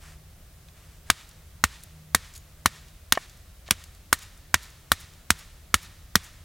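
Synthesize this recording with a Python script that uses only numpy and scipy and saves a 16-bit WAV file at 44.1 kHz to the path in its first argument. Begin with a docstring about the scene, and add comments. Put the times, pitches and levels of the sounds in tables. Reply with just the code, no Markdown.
"""Forest floor: a small hatchet chops twelve times into a thin stick standing on a split log.
Each blow knocks the stick against the log, cracks its fibres and thuds the log into the soil; the trees
answer faintly. Between blows splinters tick, the blade scrapes, the stick rustles and taps. A far motor
recedes over low rumble and hiss. The close, nearly mono microphone overloads on the chops."""
import sys
import numpy as np
from scipy import signal
from scipy.fft import rfft, irfft, next_fast_len
from scipy.io import wavfile

SR = 44100
rng = np.random.default_rng(int(sys.argv[2]) if len(sys.argv) > 2 else 0)


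def log_audio(samples):
    """Write samples as a 16-bit WAV file to the path given in sys.argv[1]."""
    # one column per channel
    frames = np.atleast_2d(samples).T
    # limit to full scale, then quantise
    limited = np.clip(frames, -1, 1)
    pcm = np.round(limited * 32767).astype(np.int16)
    wavfile.write(sys.argv[1], SR, pcm)


N = 284004
HIT_S = np.arange(SR // 4) / SR  # time within one hit

# hatchet blows: start_s, bite_db, knock_db, knock_hz, treble_db, node_db, hollow_db, thud_db
BLOWS = [(1.1008, -47, -13, 1530, -5, -2.5, -37.5, -35.5), (1.6392, -43, -12, 1447, -2, -10.5, -35, -29),
         (2.148, -13.5, -12, 1528, 1, -20.5, -35.5, -39.5), (2.6586, -45, -13, 1384, -5, -8, -36.5, -35),
         (3.1236, -8, -15.5, 1500, -1.5, -8, -41, -46), (3.7086, -14.5, -27, 1470, -3.5, -4, -33.5, -36.5),
         (4.1282, -24, -11, 1450, 6, -3.5, -53.5, -39.5), (4.5423, -35, -10.5, 1520, -8, -6.5, -47, -35),
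         (4.9178, -40, -11.5, 1417, 0.5, -5, -39.5, -33), (5.3043, -17, -11.5, 1577, 0, 1, -34, -29.5),
         (5.742, -44, -10.5, 1673, 2.5, 3, -32, -29.5), (6.155, -40, -12, 1494, -2, -8, -24, -30)]
# stick driven against the log, at knock_hz = 1500: mode_hz, level_db, t60_s
KNOCK_MODES = [(300, -11.5, 0.011), (747, -17.5, 0.019), (1245, -5.5, 0.019), (1541, 12.5, 0.0054),
               (1880, -3.5, .016)]
# log bouncing on soft ground: mode_hz, level_db, t60_s, rise_s
BOUNCE_MODES = [(74, -1.5, 0.061, .012), (56.3, -20, 0.16, 0.022)]
# stick's free ring: mode_hz, width_hz, level_db
STICK_MODES = [(1275, 110, 1), (1832, 59, 6.5), (2270, 110, -3), (3000, 200, -17), (3700, 700, -2.5),
               (4800, 310, -22)]
# loose stick tapping the log: start_s, peak_db
STICK_TAPS = [(3.174, -12), (3.687, -33.5)]
# ring of a tap, before its pitch ratio: nominal_hz, level_db, t60_s
CONTACT_MODES = [(480, -6.5, 0.0098), (704, 8.5, 0.0088), (1112, 0, 0.016), (1846, -3.5, 0.021),
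                 (2350, -19, 0.031), (3020, -12, 0.013)]
# single fibres snapping: start_s, peak_db, centre_hz
FIBRE_SNAPS = [(0.6848, -43, 3500), (1.2906, -40.5, 9200), (1.8355, -31.5, 10300), (2.338, -35.5, 7000),
               (2.377, -33.5, 10000), (3.1516, -25, 3000), (3.296, -36.5, 6000), (3.839, -32.5, 6500),
               (4.189, -38, 10000)]
# blade rubbing on wood: middle_s, level_db, centre_hz
BLADE_SCRAPES = [(1.834, -58, 7000), (2.361, -44.5, 6500), (3.155, -40, 2980), (3.677, -46.5, 3620),
                 (4.227, -46.5, 8050)]
# stick shifted in the hand: start_s, length_s, level_db
GRIP_SHIFTS = [(0, 0.12, -53.5), (0.736, 0.22, -62), (1.055, .05, -55)]
# far motor's tones: centre_hz, width_hz, relative_db
MOTOR_TONES = [(156.1, 3, 8.5), (632, 12, -9.5)]
# noise spectra: freq_hz, relative_db
CRACK_SPECTRUM = [(400, -32.5), (900, -13.5), (1300, 0.5), (2000, -1.5), (3500, 4), (4400, -6), (5400, 0.5),
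                  (8500, -5), (11000, -3), (16000, -18)]
TEAR_SPECTRUM = [(200, 0), (500, -6.5), (900, -8), (2000, -2), (4000, -6.5), (9000, -4.5), (11000, -9),
                 (16000, -13.5)]
RUSTLE_SPECTRUM = [(200, -16), (800, -1.5), (1800, 1.5), (4000, -5), (8000, -5), (12000, -14.5),
                   (16000, -24)]
ECHO_SPECTRUM = [(100, -22.5), (500, -13.5), (900, 0), (1400, 2), (1900, 3), (2500, 1.5), (3700, 1.5),
                 (7000, -2), (10000, -7.5), (15000, -22)]
RUMBLE_SPECTRUM = [(12, -32), (22, -1), (45, 1.5), (80, 3), (125, -8.5), (165, -10.5), (230, -19),
                   (400, -25.5), (520, -60), (880, -120)]
HISS_SPECTRUM = [(180, -31.5), (300, -10), (584, -6.5), (656, -7), (961, -13), (1150, -10.5), (2650, -13.5),
                 (3830, -13.5), (4440, -14.5), (15000, -16), (16000, -15.5)]
# left-right likeness of the background: freq_hz, correlation
STEREO_LIKENESS = [(60, 1.0), (180, 0.98), (550, 0.79), (1650, 0.7), (4970, 0.47), (15000, 0.17)]


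def amp(db):
    """Decibels to gain."""
    return 10 ** (np.asarray(db) / 20)


def unit(x):
    """Scale to rms 1."""
    return x / np.sqrt(np.mean(x ** 2) + 1e-20)


def burst(x, length_s):
    """Scale a hit to the energy of an rms 1 sound of that length."""
    return x / np.sqrt(np.sum(x ** 2) / (length_s * SR) + 1e-20)


def along(points, hz):
    """Interpolate (freq_hz, value) points on a log axis."""
    freq_hz, values = np.transpose(points)
    return np.interp(np.log(hz + 1), np.log(freq_hz + 1), values)


def filtered(x, response):
    """Apply a frequency response."""
    size = x.shape[-1]
    padded = next_fast_len(size + 8192)
    return irfft(rfft(x, padded) * response(np.fft.rfftfreq(padded, 1 / SR)), padded)[..., :size]


def noise(spectrum, size, spiky_db=0):
    """Coloured noise, rms 1; spiky_db clumps it into 16-sample grains."""
    clumps = np.repeat(rng.standard_normal(size // 16 + 1), 16)[:size]
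    white = rng.standard_normal(size) * amp(spiky_db * np.minimum(clumps, 2))
    return unit(filtered(white, lambda hz: amp(along(spectrum, hz))))


def tilted(spectrum, treble_db):
    """Shelve a spectrum: no change at 4 kHz, treble_db from 12 kHz."""
    return [(hz, db + treble_db * np.clip(np.log(hz / 4000) / np.log(3), 0, 1)) for hz, db in spectrum]


def hump(hz):
    """Broad spectrum of a small splinter, centred on hz."""
    return [(hz / 8, -25), (hz / 2, -4), (hz, 0), (2 * hz, -10), (4 * hz, -30)]


def bell(x, width):
    """Gaussian around 0."""
    return np.exp(-.5 * (x / width) ** 2)


def fade(t60_s, rise_s):
    """Exponential rise and decay."""
    return amp(-60 * HIT_S / t60_s) * (1 - np.exp(-HIT_S / rise_s))


def sine(hz):
    """Steady tone, one hit long."""
    return np.sin(2 * np.pi * hz * HIT_S)


def ring(modes, pitch_ratio):
    """Damped modes, all shifted by one ratio."""
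    return sum(amp(db - 60 * HIT_S / t60_s) * sine(hz * pitch_ratio) for hz, db, t60_s in modes)


def add(track, start_s, x):
    """Mix x into the track."""
    i = max(round(start_s * SR), 0)
    track[i:i + len(x)] += x[:max(len(track) - i, 0)]


def background(spectrum):
    """Steady distant noise, wider in stereo towards the treble."""
    angle_rad = lambda hz: np.arccos(np.clip(along(STEREO_LIKENESS, hz), 0, 1)) / 2
    mid = filtered(noise(spectrum, N), lambda hz: np.cos(angle_rad(hz)))
    side = filtered(noise(spectrum, N), lambda hz: np.sin(angle_rad(hz)))
    return unit(np.array([mid + side, mid - side]))


def motor(level_db=-60.5, drop_db=6.5, recede_s=(2.55, 3.4)):
    """Narrow, wavering tones of a far motor that recedes."""
    def tones(hz):
        return sum(amp(db) / np.sqrt(width_hz) / (1 + ((hz - centre_hz) / width_hz) ** 2)
                   for centre_hz, width_hz, db in MOTOR_TONES)
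    hum = unit(filtered(rng.standard_normal(N), tones))
    loss_db = np.interp(np.arange(N) / SR, recede_s, [0, drop_db])
    return amp(level_db - loss_db) * hum


def handling(attack_s=0.024, release_s=0.055):
    """The stick rustles as it shifts in the hand."""
    t = np.arange(N) / SR
    grip = np.zeros(N)
    for start_s, length_s, db in GRIP_SHIFTS:
        swell = np.clip((t - start_s) / attack_s, 0, 1)
        release = np.clip(1 - (t - start_s - length_s) / release_s, 0, 1)
        grip += amp(db) * swell * release
    return grip * noise(RUSTLE_SPECTRUM, N, spiky_db=3)


def fibres(settle_s=(0.1, 0.25), tick_db=-44, tick_hz=7900, spread_oct=0.25):
    """A few fibres snap; one ticks faintly after each chop as the split wood settles."""
    out = np.zeros(N)
    ticks = [(blow_s + rng.uniform(*settle_s), tick_db, tick_hz * 2 ** (spread_oct * rng.normal()))
             for blow_s, *_ in BLOWS]
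    for start_s, peak_db, hz in FIBRE_SNAPS + ticks:
        snap = noise(hump(hz), len(HIT_S)) * fade(t60_s=0.023, rise_s=0.00032)
        add(out, start_s, amp(peak_db) * snap / np.abs(snap).max())
    return out


def cracking(treble_db, node_db, node_hz=2850, next_mode_hz=4350):
    """Wood cracks; a blow on a node of one mode loses that band and drives the next harder."""
    band = lambda hz, centre_hz: bell(np.log((hz + 1) / centre_hz), width=0.16)
    colour = lambda hz: amp(node_db * (band(hz, node_hz) - 0.32 * band(hz, next_mode_hz)))
    grains = noise(tilted(CRACK_SPECTRUM, treble_db), len(HIT_S), spiky_db=3)
    return unit(filtered(grains, colour))


def stick_response(hz):
    """The stick's resonances, alternating in sign."""
    return sum((-1) ** k * amp(db) * 1j * hz * width_hz / (mode_hz ** 2 - hz ** 2 + 1j * hz * width_hz)
               for k, (mode_hz, width_hz, db) in enumerate(STICK_MODES))


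def chop(start_s, bite_db, knock_db, knock_hz, treble_db, node_db, hollow_db, thud_db):
    """The edge bites, the stick slams onto the log, cracks, tears and rings; the log rebounds."""
    crack_db, tear_db, ring_db = -9, -35.5, knock_db - 25
    bite = cracking(treble_db, node_db) * fade(t60_s=0.0088, rise_s=0.00042)
    knock = ring(KNOCK_MODES, pitch_ratio=knock_hz / 1500)
    crack = cracking(treble_db, node_db) * fade(t60_s=0.0071, rise_s=0.0001)
    tear = noise(tilted(TEAR_SPECTRUM, treble_db), len(HIT_S)) * fade(t60_s=0.055, rise_s=0.0011)
    splitting = rng.standard_normal(len(HIT_S)) * fade(t60_s=0.044, rise_s=0.0005)
    stick_ring = filtered(splitting, stick_response)
    hollow_log = sine(hz=192) * fade(t60_s=0.03, rise_s=0.00085)
    bounce = sum(-amp(db) * fade(t60_s, rise_s) * sine(hz) for hz, db, t60_s, rise_s in BOUNCE_MODES)
    out = np.zeros(N)
    add(out, start_s - 0.0008, amp(bite_db) * burst(bite, length_s=0.0021))
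    add(out, start_s, amp(knock_db) * burst(knock, length_s=0.0091))
    add(out, start_s + 0.0009, amp(crack_db) * burst(crack, length_s=0.0051))
    add(out, start_s + 0.000997, amp(ring_db) * burst(stick_ring, length_s=0.056))
    add(out, start_s + 0.0023, amp(tear_db) * burst(tear, length_s=0.066))
    add(out, start_s + 0.0027, amp(thud_db) * burst(bounce, length_s=0.021))
    add(out, start_s + 0.003, amp(hollow_db) * burst(hollow_log, length_s=0.012))
    return out


def forest(direct, echo_db, woody_db, t60_s=1.1):
    """Echoes from the trunks add in power: a soft wash, tinged by the stick's ring."""
    grove_delay_s, grove_width_s, grove_db = 0.1, 0.025, -3.5  # a stand of trees answers together
    t = np.arange(SR) / SR
    grove = amp(grove_db) * bell(t - grove_delay_s, grove_width_s)
    arrivals = amp(-60 * t / t60_s) ** 2 + grove ** 2
    power = np.abs(signal.fftconvolve(direct ** 2, arrivals / arrivals.sum())[:N])
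    wash = noise(ECHO_SPECTRUM, N, spiky_db=1.5)
    woody = unit(filtered(rng.standard_normal(N), stick_response))
    return amp(echo_db) * np.sqrt(power) * (wash + amp(woody_db) * woody)


def blade(head_hz=6800, steel_db=-2, width_s=0.008):
    """The blade rubs in the cleft; harder scrapes nearer the head's pitch ping the steel more."""
    # once the cleft is deep, the blade is drawn out after each chop
    deep_from_s, pull_delay_s, pull_db, pull_hz = 4.4, 0.09, -50, 10500
    pulls = [(blow_s + pull_delay_s, pull_db, pull_hz) for blow_s, *_ in BLOWS if blow_s > deep_from_s]
    out = np.zeros(N)
    swell = bell(HIT_S - HIT_S.mean(), width_s)
    for middle_s, db, hz in BLADE_SCRAPES + pulls:
        scrape = swell * noise(hump(hz), len(HIT_S), spiky_db=8.5)
        add(out, middle_s - HIT_S.mean(), amp(db) * scrape)
        ping_db = db + steel_db + along(hump(hz), head_hz)
        add(out, middle_s - width_s, amp(ping_db) * fade(t60_s=0.16, rise_s=0.004) * sine(head_hz))
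    return out


def taps(contact_rise_s=0.0013):
    """The loosened stick drops softly back on the log."""
    out = np.zeros(N)
    for start_s, peak_db in STICK_TAPS:
        click = 0.16 * noise(RUSTLE_SPECTRUM, len(HIT_S)) * fade(t60_s=0.014, rise_s=0.00017)
        tap = ring(CONTACT_MODES, pitch_ratio=0.97) + click
        tap *= 1 - np.exp(-HIT_S / contact_rise_s)
        add(out, start_s, amp(peak_db) * tap / np.abs(tap).max())
    return out


def scene():
    """All sources dead centre, over stereo rumble and hiss."""
    chopping = sum(chop(*blow) for blow in BLOWS)
    small_sounds = handling() + taps() + fibres() + blade()
    centre = chopping + forest(chopping, echo_db=-29.5, woody_db=-8) + small_sounds + motor()
    return centre + amp(-50.5) * background(RUMBLE_SPECTRUM) + amp(-57) * background(HISS_SPECTRUM)


def record(dry):
    """The input stage flattens the peaks; a steep low-pass limits the band."""
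    ceiling, top_hz = 0.62, 16100
    clipped = dry / (1 + np.abs(dry / ceiling) ** 8) ** (1 / 8)
    return filtered(clipped, lambda hz: 1 / np.sqrt(1 + (hz / top_hz) ** 120))


dry = scene()
out = record(dry)
log_audio(out)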